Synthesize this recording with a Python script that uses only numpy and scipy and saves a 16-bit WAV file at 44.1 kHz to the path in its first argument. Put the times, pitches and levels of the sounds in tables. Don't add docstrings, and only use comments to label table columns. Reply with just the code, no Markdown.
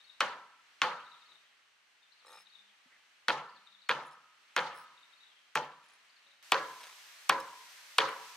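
import sys
import numpy as np
from scipy import signal
from scipy.fft import rfft, irfft, next_fast_len
from scipy.io import wavfile

SR = 44100
rng = np.random.default_rng(int(sys.argv[2]) if len(sys.argv) > 2 else 0)


def digitize_waveform(pressure):
    field = np.atleast_2d(pressure).T
    bounded = np.clip(field, -1, 1)
    quanta = np.round(bounded * 32767).astype(np.int16)
    wavfile.write(sys.argv[1], SR, quanta)


def magnitude_from_level(level_db):
    exponent = np.asarray(level_db, float) / 20
    return 10 ** exponent


N = 368676
NEAR_S = 6.426

# start in seconds, ring level in dB, rattle level in dB,
# rattle tilt in dB per octave, decay factor.
BLOWS = [
    (0.206, -29.5, -32.5, 0.5, 1.045),
    (.818, -29.5, -30.5, 0.5, 1.08),
    (3.2821, -28, -33, 1, 1.01),
    (3.894, -31, -34, -0.1, 1.08),
    (4.5644, -30, -32.5, 0.44, 1.204),
    (5.5539, -29.5, -37, 1.6, 0.92),
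    (6.5228, -30.5, -28.5, -1, 1),
    (7.2941, -30, -27.5, -3, 0.86),
    (7.9858, -29, -27, 0, 1.013),
]
# body in dB, hiss in dB.
BODY_DB = [(-7, 1), (-13, .1), (-6, 0), (-3, .1), (-5.5, 9), (-2.5, 16), (1, -1.5), (1.5, -3), (2, -1.5)]
# time in seconds, then crunch, knock, crack and edge levels in dB.
LANDINGS = [
    (0.2069, -27.5, -15.5, -15, -25.5),
    (.8184, -34.5, -16.5, -12.5, -22.5),
    (3.2844, -35, -15.5, -17.5, -29),
    (3.8936, -34.5, -17, -15.5, -31),
    (4.5653, -28, -16, -19, -27),
    (5.5562, -27, -17.5, -20.5, -29),
    (6.5217, -25, -15, -12.5, -24.5),
    (7.2961, -22, -13, -14, -20),
    (7.9849, -18.5, -13, -10, -20),
]
# knock in Hz, crack in Hz, crunch length in seconds,
# share of crunch at first bite, share of outer modes.
LANDING_COLOURS = [(1530, 2900, 0.0032, 0.17, 0.46), (1430, 2700, 0.0018, 0.34, 0.53),
                   (1550, 4010, 0.0037, .25, 0.27), (1320, 2460, 0.0041, .9, 0.44),
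                   (1310, 2480, 0.0034, 0.33, 0.43), (1460, 2470, 0.0042, 0.37, .4),
                   (1160, 3100, .0025, 1, 0.61), (1050, 2870, 0.0041, 0.74, 0.37),
                   (1134, 3000, 0.0029, 0.22, 0.63)]
# frequency in Hz, t60 in seconds.
CONTACT_COLOURS = [
    [(1000, 0.011), (1400, 0.01), (1800, 0.0086)],
    [(2450, 0.0093), (3250, 0.0049), (4300, 0.0047)],
    [(5600, 0.0081), (7600, 0.00038), (10200, 0.0015)],
]


def at_hz(points, hz):
    table = np.array(points)
    return np.interp(np.log(hz), np.log(table[:, 0]), table[:, 1])


def rms_one(x):
    return x / np.sqrt(np.mean(x ** 2) + 1e-20)


def drift(rate):
    r = np.exp(-80 * np.pi * rate / SR)
    slow = signal.lfilter([1], [1, -2 * r, r * r], rng.standard_normal(N // 40 + 2002))[2000:]
    return np.interp(np.arange(N) / 40, np.arange(len(slow)), rms_one(slow))


def ring(drive, hz, t60):
    r, w = magnitude_from_level(-60 / (t60 * SR)), 2 * np.pi * hz / SR
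    return signal.lfilter([0, np.sin(w)], [1, -2 * r * np.cos(w), r * r], drive + 1e-18)


def band_pass(x, low, high):
    return signal.sosfilt(signal.butter(2, [low, high], "band", fs=SR, output="sos"), x)


def clicks(seconds, sizes):
    train = np.zeros(N)
    np.add.at(train, (np.asarray(seconds) * SR).astype(int), sizes)
    return train


def grit(per_s, spread_db):
    sizes = magnitude_from_level(spread_db * np.minimum(rng.exponential(1, N), 4)) * rng.choice([-1, 1], N)
    return rms_one(sizes * (rng.random(N) < per_s / SR))


def hump(start, length):
    phase = np.clip((np.arange(N) / SR - start) / length, 0, 1)
    return np.sqrt(np.sin(np.pi * phase).clip(0))


def bands(source, likeness, gain_at, low_hz):
    edges = np.minimum(low_hz * 2 ** np.arange(0, np.log2(22000 / low_hz), .5), 17000)
    out = 0
    for k, (low, high) in enumerate(zip(edges, edges[1:])):
        mid, side = band_pass(source[k % 2], low, high)
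        hz = np.sqrt(low * high)
        alike = np.clip(at_hz(likeness, hz), 0, 1)
        out = out + gain_at(hz) * (np.sqrt(1 + alike) * mid + np.sqrt(1 - alike) * side * [[1], [-1]])
    return out


def second_after(at):
    return slice(int(at * SR), int(at * SR) + SR)


def body_db(hz, db):
    return db / (1 + (hz / 390) ** 6)


def air():
    # time in seconds, leaves in dB, far drone in dB.
    wind = [
        [(0.0, -58.5, -100), (.6, -59.5, -105), (1.1, -58, -106), (1.66, -62, -102), (2.5, -60, -110),
         (3.4, -60.5, -102), (4.2, -61, -105), (4.75, -57, -102), (5.31, -60, -108), (6.06, -58.5, -107),
         (6.425, -60, -108)],
        [(6.427, -53, -104), (6.7, -51.5, -99), (7.4, -52, -102), (8.36, -50.5, -105)],
    ]
    # frequency in Hz, density in dB per Hz.
    leaves_far = [(15, -78), (25, -61), (102, -22.5), (141, -35.5), (293, -12), (326, -19.5), (887, -11),
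                  (1020, -8.5), (1230, -6.5), (1890, -4.5), (2160, -2), (7110, -18.5), (16000, -37.5)]
    leaves_near = [(15, -86), (25, -43), (195, -36), (229, -27), (641, -16.5), (695, -9.5), (936, -10.5),
                   (1700, -3.5), (5280, -8), (12900, -20), (16000, -21)]
    # frequency in Hz, left-right likeness from 0 to 1.
    likeness = [(60, 0.83), (240, 0.18), (950, 0.47), (3770, 0.24), (15000, 0.041)]
    s, leaves_db, drone_db = np.transpose(wind[0] + wind[1])
    t = np.arange(N) / SR
    wind_db = np.interp(t, s, leaves_db) + .5 * drift(2.4)

    def gain_at(hz):
        colour_db = np.where(t < NEAR_S, at_hz(leaves_far, hz) + 4.97, at_hz(leaves_near, hz) + 5.6)
        return magnitude_from_level(colour_db + wind_db + 0.3 * drift(21))

    drone = rms_one(ring(rng.standard_normal(N), 120, 0.088)) * magnitude_from_level(np.interp(t, s, drone_db) + 1.0)
    hiss = bands(rng.standard_normal((2, 2, N)), likeness, gain_at, low_hz=24.75)
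    return signal.sosfilt(signal.cheby2(8, 40, 16300, fs=SR, output="sos"), hiss) + drone


def dove():
    # start in seconds, length in seconds, level in dB, pitch in Hz.
    coos = [
        (2.308, 0.21, -88, 191),
        (2.56, 0.2, -85, 198),
        (3.414, 0.25, -81, 201),
        (3.66, 0.19, -85, 200),
    ]
    waver = np.cumsum(1 + 0.01 * drift(7.3)) / SR
    return sum(magnitude_from_level(db) * hump(s, length) * np.sin(2 * np.pi * hz * waver) for s, length, db, hz in coos)


def bird():
    # seconds from its first loud note, level in dB, pitch in Hz,
    # glide in semitones, length in seconds.
    song = [(-.283, -11, 4320, 2, 0.0091), (-.19, -2.5, 4440, 7, 0.022), (-.115, -5, 4230, -5, 0.0216),
            (-.097, -3, 3600, 0, 0.0067), (-.026, -9, 4100, 3, 0.019), (-.005, 1, 3730, -4, 0.0157),
            (0.034, -9.5, 4330, -5.5, 0.012), (0.048, 0, 3816, -4, 0.0135),
            (0.071, -3.5, 3620, -3.5, 0.022), (0.122, -4, 3990, -0.5, 0.0065),
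            (0.146, -4, 4170, -7, 0.0134), (0.155, -3.5, 3750, 1, 0.011), (0.167, 1, 3750, -5.5, 0.0052),
            (0.192, -4.5, 4340, -.5, 0.025), (0.223, -0.5, 3830, 2, 0.0237), (0.251, 4, 3695, -3.5, 0.0148),
            (0.291, 2, 3580, 2, 0.0076), (0.388, -6, 3255, 3, .02)]
    # start in seconds, level in dB, pace factor, swell in dB per second.
    songs = [
        (-.15, -55, 0.97, 3),
        (1.064, -52, 0.99, -6),
        (2.302, -54.5, 0.98, 1),
        (3.669, -53.5, .99, 6),
        (4.975, -59, 1.001, 16),
        (6.264, -59.5, 0.92, -9),
    ]
    # time in seconds, peak
    # in dB, pitch in Hz, # glide in semitones, length in seconds.
    far_bird = [
        (2.016, -61.5, 3590, -1.5, 0.05),
        (5.29, -58.5, 3290, -3, 0.043),
        (5.399, -69, 3220, -.6, 0.071),
        (5.468, -78, 3180, -2, 0.019),
    ]
    notes = []
    for start, level_db, pace, swell_db in songs:
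        chances = rng.standard_normal((len(song), 3))
        for (s, db, hz, glide, length), (late, loud, sharp) in zip(song, chances):
            note_db = level_db + db + swell_db * s + 1.7 * loud
            notes.append((start + pace * s + 0.001 * late, note_db, hz * (1 + 0.0047 * sharp), glide, length))
    out, flutter = np.zeros(N), magnitude_from_level(3 * drift(90))
    for s, db, hz, glide, length in notes + far_bird:
        if 0 < s < NEAR_S - length:
            samples = max(length, .004) * SR
            phase = np.arange(samples) / samples
            pitch = hz * 2 ** (glide * (phase - .5) / 12)
            whistle = np.sin(np.pi * phase) * np.sin(2 * np.pi * np.cumsum(pitch) / SR)
            span = slice(int(s * SR), int(s * SR) + len(phase))
            out[span] += magnitude_from_level(db) * flutter[span] * whistle
    echo = rng.standard_normal((2, 9000)) * magnitude_from_level(-36.0 - 60 * np.arange(9000) / SR / 0.51)
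    echoes = signal.fftconvolve(out[None], echo * magnitude_from_level([[1.5], [-3]]))[:, :N]
    return out * magnitude_from_level([[-2.5], [-12]]) + echoes


def hands():
    # time in seconds, peak in dB, mode in Hz, t60 in seconds.
    soft_touches = [
        (2.035, -74, 92.59, 0.071),
        (2.856, -58.5, 257, 0.084),
        (6.262, -63, 564, 0.49),
        (8.245, -54, 902, .04),
    ]
    # start in seconds, length in seconds, level in dB, centre in Hz.
    drags = [
        (1.28, 0.094, -72, 1310),
        (2.894, 0.1, -66.5, 2010),
    ]
    out, rub = np.zeros(N), rng.standard_normal(N)
    for s, db, hz, t60 in soft_touches:
        cushioned = signal.lfilter([.02], [1, -.98], clicks([s], magnitude_from_level(db)))
        out += ring(cushioned, hz, t60)
    for s, length, db, hz in drags:
        out += magnitude_from_level(db) * hump(s, length) * rms_one(ring(ring(rub, hz, .003), hz, .003))
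    return out


def scrapes():
    # start in seconds, length in seconds, steel in dB,
    # steel centre in Hz, wood in dB.
    pushes = [
        (2.239, 0.2, -68.5, 9000, -63),
        (4, 0.16, -77, 9000, -82),
        (7.398, 0.01, -55.5, 9800, -65),
        (8.079, 0.016, -53.5, 9720, -59),
    ]
    grazes = [
        (5.82, 0.15, -78, 9800, -61.5),
        (6.042, 0.057, -82, 11000, -72),
        (6.775, 0.163, -67, 9200, -50),
    ]
    # frequency in Hz, bandwidth in Hz, level in dB.
    steel = [(1950, 40, 4), (2490, 49, -1), (2890, 80, -1.5), (3940, 110, 2), (5240, 18, 3), (6340, 45, -6),
             (6870, 50, -4), (8330, 56, -2.5), (9700, 44, -23), (9950, 31, -0.5), (11400, 110, -9),
             (12000, 45, -18), (13700, 95, -13), (15650, 90, -16)]
    push, graze = (2.5, -8, 2.2, grit(350, 0.7)), (1, -24, 3.0, grit(132, 1.8))
    strokes = [(*row, *push) for row in pushes] + [(*row, *graze) for row in grazes]
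    out = np.zeros(N)
    for start, length, steel_db, centre_hz, wood_db, octaves, rasp_db, damping, grains in strokes:
        span = slice(int(start * SR), int((start + length + .15) * SR))
        drive = (grains * hump(start, length))[span]
        for hz, width, db in steel:
            t60 = np.log(1000) / (np.pi * damping * np.clip(width, 30, 150))
            wander = np.interp(np.arange(len(drive)) / SR * 45, np.arange(20), rng.standard_normal(20))
            press = magnitude_from_level(5 * wander)
            reach_db = -6 * (np.log2(hz / centre_hz) / octaves) ** 2
            rung = ring(ring(drive * press, hz, .0012), hz, t60) / np.sqrt(t60 * SR / 28) / 5
            out[span] += magnitude_from_level(steel_db + db + reach_db - 3) * rung
        out[span] += magnitude_from_level(wood_db) * band_pass(drive, 600, 3500)
        out[span] += magnitude_from_level(steel_db + rasp_db) * band_pass(drive, 4500, 16000)
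    return out


def stick_slip():
    # time in seconds, level in dB, tilt in dB per octave.
    slips = [(2.225, -65, 3), (2.248, -53.5, -1), (2.266, -52, -3), (2.279, -52.5, -2), (2.293, -51, -2),
             (2.305, -51.5, -3), (2.315, -55, 2), (2.324, -51, 0), (2.334, -51, 4), (2.342, -54, 3),
             (2.353, -51.5, -3.5), (2.371, -51, 3), (2.376, -58, 7), (2.38, -57, 8), (2.385, -55, 5),
             (2.4, -55, 5.5)]
    # frequency in Hz, level in dB, t60 in seconds.
    slip_modes = [(513, -18, 0.055), (897, -9, 0.036), (1200, -7.5, 0.025), (1300, -8, 0.025),
                  (1860, -16, 0.046), (2420, -15.5, 0.035)]
    s, peak_db, tilt_db = np.transpose(slips)
    out, span = np.zeros(N), slice(int(s[0] * SR) - 10, int((s[-1] + .1) * SR))
    strengths = rng.normal(0, 2.5, (len(s), len(slip_modes)))
    for k, (hz, db, t60) in enumerate(slip_modes):
        rough = .3 + .1 * rng.standard_normal(span.stop - span.start)
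        sizes = magnitude_from_level(peak_db + db + 3.0 + tilt_db * np.log2(hz / 1000) + strengths[:, k])
        release = np.exp(-1 / (.00015 * SR))
        bursts = signal.lfilter([1], [1, -release], clicks(s, sizes)[span] + 1e-18)
        out[span] += ring(band_pass(rough * bursts, 0.69 * hz, 1.9 * hz), hz, t60)
    return out


def skips():
    # time in seconds, level in dB.
    ticks = [
        (4.7435, -64),
        (4.7528, -62),
        (4.758, -64),
        (4.762, -63),
        (4.7742, -55),
        (4.7857, -55),
        (4.797, -64),
        (4.8151, -66),
        (4.82, -68),
        (4.8361, -65),
    ]
    # frequency in Hz, level in dB, t60 in seconds.
    tip = [(4120, -3, .012), (5260, 2, .012), (8100, -7, 0.028), (10000, 0, 0.023), (11900, -15, 0.036),
           (13700, -10, .03), (15700, -9, .05)]
    # start in seconds, length in seconds, level in dB.
    start, length, rub_db = (4.735, .12, -88.5)
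    s, tick_db = np.transpose(ticks)
    out, span = np.zeros(N), slice(int(start * SR), int((start + length + .1) * SR))
    strengths = rng.normal(0, 2.5, (len(s), len(tip)))
    rub = magnitude_from_level(rub_db) * hump(start, length) * grit(900, 1.5)
    for k, (hz, db, t60) in enumerate(tip):
        drive = clicks(s, magnitude_from_level(tick_db + db - 2.0 + strengths[:, k])) + magnitude_from_level(db) * rub
        out[span] += ring(drive[span], hz, t60)
    return out


def rattle():
    # frequency in Hz, density in dB per Hz.
    spectrum = [(59, -57), (100, -67), (190, -52), (271, -35), (389, -20.5), (535, -15), (676, -10.5),
                (970, -4), (1360, -3.5), (1760, -10.5), (2000, -7.5), (4380, -14.5), (10700, -41),
                (16000, -49)]
    # frequency in Hz, t60 in seconds.
    decay_times = [(100, 0.15), (300, 0.28), (1000, 0.58), (2000, 0.5), (5000, 0.38), (13000, 0.058)]
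    # frequency in Hz, left-right likeness from 0 to 1.
    likeness = [(60, 0.66), (180, 1), (550, 0.8), (1650, 0.6), (4970, 0.092), (15000, 0.03)]
    t = np.arange(N) / SR
    grains = 0.55 * rng.standard_normal((2, 2, N)) + 0.098 * grit(800, 1.1)

    spatter = np.zeros(N)
    for (at, _, db, *_), (_, spatter_db) in zip(BLOWS, BODY_DB):
        span = second_after(at)
        since = t[span] - at
        rise = 1 - np.exp(-(since / .028) ** 2)
        spatter[span] += rise * magnitude_from_level(db + spatter_db - 60 * since / .3)

    def gain_at(hz):
        level = np.zeros(N)
        for (at, _, db, tilt_db, decay), (low_db, _) in zip(BLOWS, BODY_DB):
            span = second_after(at)
            since = np.maximum(t[span] - at, 0)
            rise = 1 - np.exp(-since * hz)
            start_db = db + 15.0 + body_db(hz, low_db) + tilt_db * np.log2(hz / 1000)
            level[span] += rise * magnitude_from_level(start_db - 60 * since / (at_hz(decay_times, hz) * decay))
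        thin = magnitude_from_level(-33) / np.sqrt(1 + (11000 / hz) ** 4)
        return (level * magnitude_from_level(at_hz(spectrum, hz)) + thin * spatter) * magnitude_from_level(2.66 * drift(28))

    return bands(grains, likeness, gain_at, low_hz=100.5)


def board():
    # frequency in Hz, level in dB, t60 in seconds.
    board_far = [(278.6, -23.5, 0.59), (508.6, -6.5, 0.42), (564, -6.5, 0.37), (759, -15.5, 0.48),
                 (856, -9, 0.42), (963, -9.5, 0.62), (987.4, -13, 0.75), (1061, -11, 0.58),
                 (1363, -20.5, 1), (1152, -11.5, 0.64), (1753, -17, 0.74), (1846, -17.5, 0.38),
                 (1590, -22, 0.82), (2140, 0, 0.098), (3040, -7, 0.18), (2970, -14, 0.2)]
    board_near = [(168, -28, .32), (327.4, -17.5, 0.5), (450.5, -9, 0.51), (542.3, -2.5, 0.41),
                  (772, -11, 0.34), (820, -26, 0.49), (987, -11, 0.8), (1040, -14, 1), (1140, -7, 0.6),
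                  (1672, -10.5, 0.61), (1600, -5, 0.12), (1776, -11.5, 0.3), (1916, -7.5, 0.26),
                  (2260, 0, 0.071), (1485, -49, 0.23), (2840, -19, 0.24)]
    plates_far = [(872, -4.5, 0.36), (1260, -10.5, 0.74), (1343, -13.5, 0.83)]
    plates_near = [(964, -8, 0.9), (1025, -7.5, 0.77), (1313, -16.5, 1)]
    table_thud = (145.5, -28, 0.49)
    thuds_db = [-19, -18, 5, 5.5, 3, 3.5, 2.5, 2, -2]
    plates_db = [(-0.5, -3.5, 1.5), (3.5, 4, 2.5), (2.5, -1.5, -0.5), (1, 4, -0.5), (3.5, 0.5, 0),
                 (3, -7, -12), (-3, 1.5, -1), (3, 5, -16), (-1.5, -5, 4)]
    out, t = np.zeros((2, N)), np.arange(N) / SR
    for (at, ring_db, _, _, decay), thud_db, plate_db, (low_db, _) in zip(BLOWS, thuds_db, plates_db, BODY_DB):
        span, far = second_after(at), at < NEAR_S
        since = t[span] - at
        modes, plates = (board_far, plates_far) if far else (board_near[1:], plates_near)
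        modes = modes + [np.add(plate, [0, db, 0]) for plate, db in zip(plates, plate_db)]
        modes = modes + [np.add(table_thud, [0, thud_db, 0])]
        for k, (hz, db, t60) in enumerate(modes):
            t60 = min(t60, 1.2) * decay
            shake = rng.standard_normal(len(since)) * magnitude_from_level(-60 * since / t60)
            shake = shake / np.sqrt(np.sum(shake ** 2)) * (1.15 if far else .95)
            shake = magnitude_from_level(ring_db + db + body_db(hz, low_db) + 5.5) * shake
            lean = 0.089 * (-1) ** k * hz / (hz + 500)
            own_share = .3 if hz < 200 else .12 if far else .26
            out[:, span] += ring(shake, hz, own_share * t60) * [[1], [lean]]
    return out


def flash():
    # frequency in Hz, t60 in seconds.
    blade_modes = [(10100, 0.011), (11800, 0.0062), (13800, .01)]
    flash_db = [(-49, -49, -54), (-54, -56, -54), (-38, -61, -44), (-47, -52, -50), (-59, -47, -46),
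                (-46, -38, -48), (-47, -44, -44), (-38, -50, -44), (-31, -49, -46)]
    out, tap = np.zeros(N), np.eye(1, 1000)[0]
    for (s, *_), levels in zip(LANDINGS, flash_db):
        at = int((s - .0012) * SR)
        for (hz, t60), db in zip(blade_modes, levels):
            out[at:at + len(tap)] += magnitude_from_level(db) * ring(ring(tap, hz, 0.0018) / 6, hz, t60)
    return out


def crunch():
    bites = np.zeros(N)
    for (at, db, *_), (_, _, length, first, _) in zip(LANDINGS, LANDING_COLOURS):
        bite = np.linspace(first, 1, int(length * SR))
        bites[int(at * SR) - len(bite):int(at * SR)] = magnitude_from_level(db) * bite
    far, near = np.split(grit(15000, 3.9) * bites, [int(NEAR_S * SR)])
    return np.concatenate([band_pass(far, 1300, 6570), band_pass(near, 1300, 10000)])


def touches():
    # time in seconds, knock in dB, crack in dB.
    rebounds = [(0.2086, -21, -24), (.21, -24, -22), (.2114, -28, -21), (0.2144, -31, -32),
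                (0.216, -20.5, -31), (0.82, -23, -27), (0.8211, -24, -23), (.823, -22, -25),
                (0.8293, -24, -37), (0.8357, -28, -34), (0.8494, -30, -38), (3.2876, -25, -21),
                (3.2975, -26, -21), (3.3028, -18, -28), (3.305, -26, -22), (3.307, -24, -26),
                (3.8956, -25, -20), (3.898, -27, -28), (3.9042, -21, -32), (3.906, -22, -25),
                (3.9115, -24, -27), (3.9133, -21, -20), (3.9163, -23, -28), (4.5673, -25, -25.5),
                (4.569, -28, -24), (4.578, -23, -21.5), (4.5805, -26, -24), (4.586, -25, -23),
                (4.5924, -25, -24), (5.5599, -21, -28), (5.574, -23.5, -21.5), (6.5221, -15.5, -14),
                (6.5247, -18, -21), (6.5272, -21, -30), (6.531, -27, -21), (6.5345, -28, -24),
                (6.5385, -33, -34), (6.545, -22, -21), (6.557, -24, -37), (6.565, -26, -38),
                (7.299, -12, -14.5), (7.306, -33, -22.5), (7.3135, -27, -29), (7.3225, -36, -43),
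                (7.9877, -16, -12.5), (7.9894, -28, -22), (8.005, -26, -19), (8.021, -29, -28)]
    # knock, crack and edge in dB.
    chatter_db = [-12, -12, -24]
    loss_db = [.8, 2.5, 1.5]
    usual = (CONTACT_COLOURS[0][1][0], CONTACT_COLOURS[1][1][0], 0.75)
    rows = []
    for (s, _, *levels), (*hz, _, _, outer) in zip(LANDINGS, LANDING_COLOURS):
        rows.append((s, *levels, *hz, outer))
        for k, (late, *chance) in enumerate(rng.standard_normal((5, 4))):
            db = np.add(levels, chatter_db) - k * np.array(loss_db) + 2.0 * np.array(chance)
            rows.append((s + .0065 * (k + 1 + .2 * late), *db, *usual))
    for s, knock_db, crack_db in rebounds:
        rows.append((s, knock_db, crack_db, -42 + .45 * crack_db, *usual))
    return rows


def contacts():
    out = crunch()
    fade = np.exp(-np.arange(1200) / (.0005 * SR))
    landing_times = [row[0] for row in LANDINGS]
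    for s, *levels, knock_hz, crack_hz, outer in touches():
        held = 0.64 if s in landing_times else 1
        at = int((s - .0009) * SR)
        centres = (knock_hz, crack_hz, CONTACT_COLOURS[2][1][0])
        bursts = rng.standard_normal((3, 1200)) * fade * [[0.79], [0.79], [1]]
        bursts[:2, 0] = 3
        for level_db, colours, centre, burst in zip(levels, CONTACT_COLOURS, centres, bursts):
            top_hz = min(1.4 * colours[-1][0], 17000)
            soft = signal.lfilter(*signal.butter(2, top_hz, fs=SR), burst)
            rung = np.zeros(1200)
            for k, (hz, t60) in enumerate(colours):
                share = 1 if k == 1 else -outer
                rung += share * ring(soft, hz * centre / colours[1][0], t60 * held)
            out[at:at + 1200] += magnitude_from_level(1.12 * level_db + 3) * rung / np.abs(rung).max()
    return signal.sosfilt(signal.butter(2, 600, "high", fs=SR, output="sos"), out)


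def scene():
    ringing, leaning = board()
    table = contacts() + ringing + scrapes() + stick_slip() + skips() + flash() + hands()
    table = signal.sosfilt(signal.butter(1, 15000, fs=SR, output="sos"), table)
    size = next_fast_len(N)
    hz = np.arange(size // 2 + 1) * SR / size
    apart = .6j * hz / (hz + 2500) + 0.36 * np.exp(-(np.log2((hz + 1) / 6500) / 0.59) ** 2)
    side = irfft(rfft(table, size) * apart, size)[:N] + leaning
    near = table + side * [[1], [-1]] + rattle()
    near = signal.sosfilt(signal.butter(10, 136, "high", fs=SR, output="sos"), near)
    return near + bird() + dove() + air()


def roll_off(x):
    return signal.sosfilt(signal.butter(12, 17040, fs=SR, output="sos"), x)


def record(dry):
    mix = signal.sosfilt(signal.cheby2(12, 60, 17300, fs=SR, output="sos"), dry)
    return roll_off(mix)


dry = scene()
out = record(dry)
digitize_waveform(out)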